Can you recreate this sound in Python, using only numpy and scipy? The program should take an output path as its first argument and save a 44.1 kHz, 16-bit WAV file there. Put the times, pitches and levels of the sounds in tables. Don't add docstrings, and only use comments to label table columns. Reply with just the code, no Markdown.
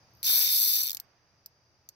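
import sys
import numpy as np
from scipy import signal
from scipy.io import wavfile
from scipy.ndimage import uniform_filter1d, minimum_filter1d

SR = 44100
rng = np.random.default_rng(int(sys.argv[2]) if len(sys.argv) > 2 else 0)


def boost(x):
    u = np.asarray(x, float) / 20
    return 10 ** u


def log_audio(samples):
    frames = np.atleast_2d(samples).T
    limited = np.clip(frames, -1, 1)
    pcm = np.round(limited * 32767).astype(np.int16)
    wavfile.write(sys.argv[1], SR, pcm)


N = 85995


def rms_one(x):
    return x / np.sqrt(np.mean(x ** 2) + 1e-20)


def at_hz(points, hz):
    table = np.array(points)
    return np.interp(np.log(hz), np.log(table[:, 0]), table[:, 1])


def band(x, low_hz, high_hz):
    edges = [low_hz, min(high_hz, .45 * SR)]
    return signal.sosfilt(signal.butter(2, edges, "band", fs=SR, output="sos"), x)


def ring(clicks, hz, t60):
    decay, turn = boost(-60 / (t60 * SR)), 2 * np.pi * hz / SR
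    return signal.lfilter([0, np.sin(turn)], [1, -2 * decay * np.cos(turn), decay * decay], clicks + 1e-18)


def pair(alike):
    mid, side = rng.standard_normal((2, N))
    alike = np.clip(alike, 0, 1)
    return np.sqrt(1 + alike) * mid + np.sqrt(1 - alike) * side * np.array([[1], [-1]])


# f/Hz, likeness/0-1
PORT_LIKENESS = [(30, 0.2), (130, 1), (300, 0.9), (600, 1), (1400, 0.1), (3100, 0.2), (15000, .05)]


def coloured(spectrum, alike=1):
    edges = np.geomspace(spectrum[0][0], spectrum[-1][0], num=20)
    total = 0
    for low, high in zip(edges, edges[1:]):
        centre = np.sqrt(low * high)
        noise = pair(alike * at_hz(PORT_LIKENESS, centre))
        total = total + boost(at_hz(spectrum, centre)) * band(noise, low, high)
    return rms_one(total)


# t/s, tooth rate f/Hz, strike level/dB, extra level/dB under 7 kHz, more level/dB under 4 kHz
SPOOL_RUN = [
    (0.2508, 288.3, -30, 5.3, -6),
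    (.28, 441.8, -24, -0.5, 7),
    (.39, 637.9, -26, 0.5, -1),
    (0.441, 480.9, -25.5, 1.5, 2.5),
    (.49, 359.6, -25.5, 0, 3.5),
    (.54, 302.9, -22.5, 0, -0.2),
    (0.641, 353.6, -21, -2.5, -4.6),
    (0.802, 315.6, -23, -0.5, -2),
    (0.826, 225.2, -23, -0.2, -3),
]
# t/s, peak level/dB, extra level/dB under 7 kHz, more level/dB under 4 kHz
SINGLE_TEETH = [(0.2294, -31.5, 0.1, -9), (0.2354, -33.5, -2, -12), (0.2414, -30, 4, -21),
                (0.2454, -27, 2.5, -2), (0.8284, -24, 2, -3), (0.8334, -19, -2, -16),
                (0.8384, -28.5, 6, -7), (0.8444, -24.5, -4, -3), (0.8494, -23, -4.5, 5),
                (0.8554, -27.5, 2.5, 0), (0.8614, -23, -1.8, 3), (0.8689, -22, -1.5, 1),
                (0.8764, -25, 2, -1), (0.8854, -26.5, 0.5, 8.5), (0.8944, -26, 2, 7.5),
                (0.9048, -23.5, -3.1, 1.5), (0.9154, -25.5, 1.5, -14), (0.9298, -30.5, 1.8, 1),
                (0.9467, -24.5, -0.8, -6.5), (0.9692, -30, 1.9, -6), (0.9991, -27, -2.7, -3),
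                (1.4596, -37.5, 4, -13.5), (1.8886, -36.5, 6.9, -9.5)]


def strikes():
    run_s, run_hz, run_db, run_low_db, run_deep_db = np.transpose(SPOOL_RUN)
    t = np.arange(run_s[0], run_s[-1], 1 / SR)
    teeth_passed = np.cumsum(np.interp(t, run_s, run_hz)) / SR
    when = np.interp(np.arange(int(teeth_passed[-1])), teeth_passed, t)
    chance = rng.standard_normal((400, 2))[:len(when)]
    single_s, single_db, single_low_db, single_deep_db = np.transpose(SINGLE_TEETH)
    level = np.append(single_db + 0.5, np.interp(when, run_s, run_db) - 0.26 * chance[:, 0])
    low_db = np.append(single_low_db, np.interp(when, run_s, run_low_db))
    deep_db = np.append(single_deep_db, np.interp(when, run_s, run_deep_db))
    jitter = .06 * chance[:, 1] / np.interp(when, run_s, run_hz)
    return np.append(single_s, when + jitter), level, low_db, deep_db


def near_echo(out):
    t = np.arange(int(.15 * SR)) / SR
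    decay = boost(-42 - 60 * t / .25) + boost(-2 - 60 * t / .03)
    for port in range(2):
        tail = rng.standard_normal(len(t)) * decay * (t > .002) / 20
        out[port] += signal.fftconvolve(out[port], tail)[:N]
    return out


# f/Hz, level/dB, t60/s, left-right level/dB
BODY_MODES = [(3191, -16.5, .007, 0), (3653, -12, 0.021, 4), (4351, -8.5, 0.017, 2), (5027, -9, 0.01, -13),
              (5732, -9.5, 0.0086, -5), (6846, -10, 0.0088, 0), (8150, -23, 0.0078, -12.5),
              (9282, -11.5, .006, 1.5), (11020, -9, 0.0018, 10.5), (11710, -5, 0.01, 0.5),
              (12470, -1.5, 0.0054, 11.5), (13590, -2.5, .006, -1.5), (14700, -4.5, 0.0034, 14),
              (16560, 2.5, 0.0027, -6.5)]
# f/Hz, level/dB, t60/s
MORE_BODY_MODES = [(2270, -24, .012), (9830, -29, 0.018), (5060, -29, 0.0202), (5953, -18.5, .022),
                   (13700, -28.5, .022), (15180, -23.5, .022)]
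# f/Hz, level/dB, t60/s
SPRING_MODES = [(11870, -27, .11), (8380, -35, .13), (4200, -31, .025)]
# f/Hz, width/Hz, depth/0-1
DEAD_SPOT = [(7550, 320, 0.75)]


def clicker():
    s, db, low_db, deep_db = strikes()
    chatter_s, peak = .0022, .2
    late = ((np.arange(8) + rng.random((450, 8))) / 8)[:len(s)]
    at = ((s[:, None] + chatter_s * late) * SR).astype(int)
    swell = boost(np.minimum(59 * (late - peak), 14.5 * (peak - late)))
    mode_spread_db, port_spread_db, tilt_db = 2.5, 1.5, 2.0
    out = np.zeros((2, N))
    for hz, mode_db, t60, *left_db in BODY_MODES + MORE_BODY_MODES + SPRING_MODES:
        tooth = rng.standard_normal((450, 3))[:len(s)]
        touch = rng.choice([-1, 1], (450, 8))[:len(s)]
        summed = np.abs(np.sum(swell * touch * np.exp(2j * np.pi * hz * at / SR), axis=1))
        touch = touch * np.minimum(np.linalg.norm(swell, axis=1) / summed, 2)[:, None]
        tilt = np.interp(s, np.linspace(.2, 1, num=10), rng.standard_normal(10))
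        shared_db = db + mode_db + tilt_db * tilt + mode_spread_db * tooth[:, 2]
        shared_db = shared_db + low_db * (hz < 7000) + deep_db * (hz < 4000)
        clicks = np.zeros((2, N))
        for port, half in enumerate([.5, -.5]):
            port_db = shared_db + port_spread_db * tooth[:, port] + half * sum(left_db)
            np.add.at(clicks[port], at, boost(port_db)[:, None] * swell * touch)
        out += ring(clicks, hz, t60)
    for hz, width_hz, depth in DEAD_SPOT:
        out = out - min(depth, 1) * signal.lfilter(*signal.iirpeak(hz, hz / width_hz, fs=SR), out)
    out = signal.sosfilt(signal.butter(4, 2436, "high", fs=SR, output="sos"), out)
    out = signal.sosfilt(signal.cheby1(6, 1, 15950, fs=SR, output="sos"), out)
    out = near_echo(out)
    out[1] = np.roll(out[1], round(.0005 * SR))
    return out


# f/Hz, level/dB per Hz
ROD_SHAKE = [(150, -40.5), (260, -9), (565, -6), (1290, -9), (1400, -3.5), (2000, -5.5), (2600, -23.5),
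             (4400, -120)]
# t/s, level/dB, f/Hz, t60/s
ROD_KNOCKS = [
    (.300, -31, 1500, .006),
    (1.015, -53, 1650, .018),
    (.855, -56, 550, .025),
]


def rod():
    s, hz, *_ = np.transpose(SPOOL_RUN)
    t = np.arange(N) / SR
    speed = np.interp(t, np.r_[.23, s, .95], np.r_[0, hz, 0]) / 350
    out = boost(-55.5) * speed ** (10 / 6) * coloured(ROD_SHAKE, .2)
    out += boost(-65) * np.minimum(3.0 * speed, 1) * rms_one(band(pair(.5), 52, 217.5))
    for when, db, knock_hz, t60 in ROD_KNOCKS:
        knock = boost(db) * (np.arange(N) == int(when * SR))
        out += ring(knock, knock_hz, t60)
    return out


# t/s, peak level/dB
LINE_CREEP = [
    (0.1084, -66),
    (0.136, -55),
    (0.1501, -53.5),
    (0.1614, -62.5),
    (0.1715, -53.5),
    (0.1775, -63),
]


def creep():
    s, db = np.transpose(LINE_CREEP)
    clicks, t = np.zeros(N), np.arange(N) / SR
    clicks[((s + .0008) * SR).astype(int)] = boost(db + 4.1)
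    ticks = ring(clicks, 11800, .004) - ring(clicks, 13300, .003)
    ticks += ring(clicks, 14800, .003) - .4 * ring(clicks, 10000, .003)
    rise = np.interp(t, [.12, .22, .24], [0, 1, 0])
    hiss = boost(-67) * rise * rms_one(band(rng.standard_normal(N), 9800, 15500))
    left_db = -19
    return band(ticks + hiss, 12000, 15000) * boost(np.array([[left_db], [0]]))


def splash():
    since = np.maximum(np.arange(N) / SR - 0.68, 0)
    rise_s, t60, left_db = 0.13, 2.25, -14
    wash = rms_one(band(pair(0.9), 394, 2130)) * boost(np.array([[left_db], [0]]))
    return wash * np.minimum(since / rise_s, 1) * boost(-52 - 60 * since / t60)


# f/Hz, level/dB per Hz
LAKE_AIR = [(24, -40), (40, -17.5), (107, -2.5), (223, -15), (728, -13.5), (2370, -20.5), (3570, -30),
            (4930, -23.5), (6800, -12.5), (8840, -55.5), (15000, -120)]
# f/Hz, width/Hz, level/dB, likeness/0-1
INSECTS_AND_HUM = [
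    (4802, 38, -70.5, 0),
    (5010, 40, -81.5, .2),
    (5950, 80, -87.5, 0),
    (119.4, 2.7, -76.5, .9),
    (85, 8.3, -74.5, .7),
]


def lakeside():
    out = boost(-62.5) * coloured(LAKE_AIR)
    for hz, width_hz, db, alike in INSECTS_AND_HUM:
        t60 = np.log(1000) / np.pi / width_hz
        out += boost(db) * rms_one(ring(pair(alike), hz, t60))
    out += splash()
    return signal.sosfilt(signal.cheby2(8, 40, 7200, fs=SR, output="sos"), out)


def port_hiss():
    return boost(-84) * band(pair(0), 8500, 15800)


def scene():
    return clicker() + creep() + rod() + lakeside() + port_hiss()


def thin_middle(x):
    mid_side = np.array([x[0] + x[1], x[0] - x[1]]) / 2
    hz, s, both = signal.stft(mid_side, SR, nperseg=2048, noverlap=1024)
    power = uniform_filter1d(np.mean(x ** 2, axis=0), size=300)
    quietest = minimum_filter1d(power, size=1500)
    dense = quietest[np.minimum((s * SR).astype(int), N - 1)] > boost(2 * -41)
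    bands = np.add.reduceat(np.abs(both) ** 2, np.arange(0, 1025, 8), axis=1)
    bands = uniform_filter1d(bands, size=2, axis=2)
    wander_db = 2.2 * np.repeat(rng.standard_normal((129, 50)), 2, axis=1)[:, :len(s)]
    weak_db = np.array([-4.5, -8.5])[:, None, None]
    weak = bands < bands[::-1] * boost(2 * (weak_db + wander_db))
    weak = np.repeat(weak, 8, axis=1)[:, :1025] & (hz < 10000)[:, None]
    lost = (weak | (hz > 15760)[:, None]) & dense
    mid, side = both * ~lost
    left_right = np.array([mid + side, mid - side])
    return signal.istft(left_right, SR, nperseg=2048, noverlap=1024)[1][:, :N]


def roll_off(x):
    return signal.sosfilt(signal.butter(12, 17150, fs=SR, output="sos"), x)


def record(dry):
    loud = uniform_filter1d(np.mean(dry ** 2, axis=0), size=2000) > boost(2 * -49.5)
    gain = boost(-7.0 * np.cumsum(loud) / SR)
    mix = thin_middle(dry * gain)
    return roll_off(mix)


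dry = scene()
out = record(dry)
log_audio(out)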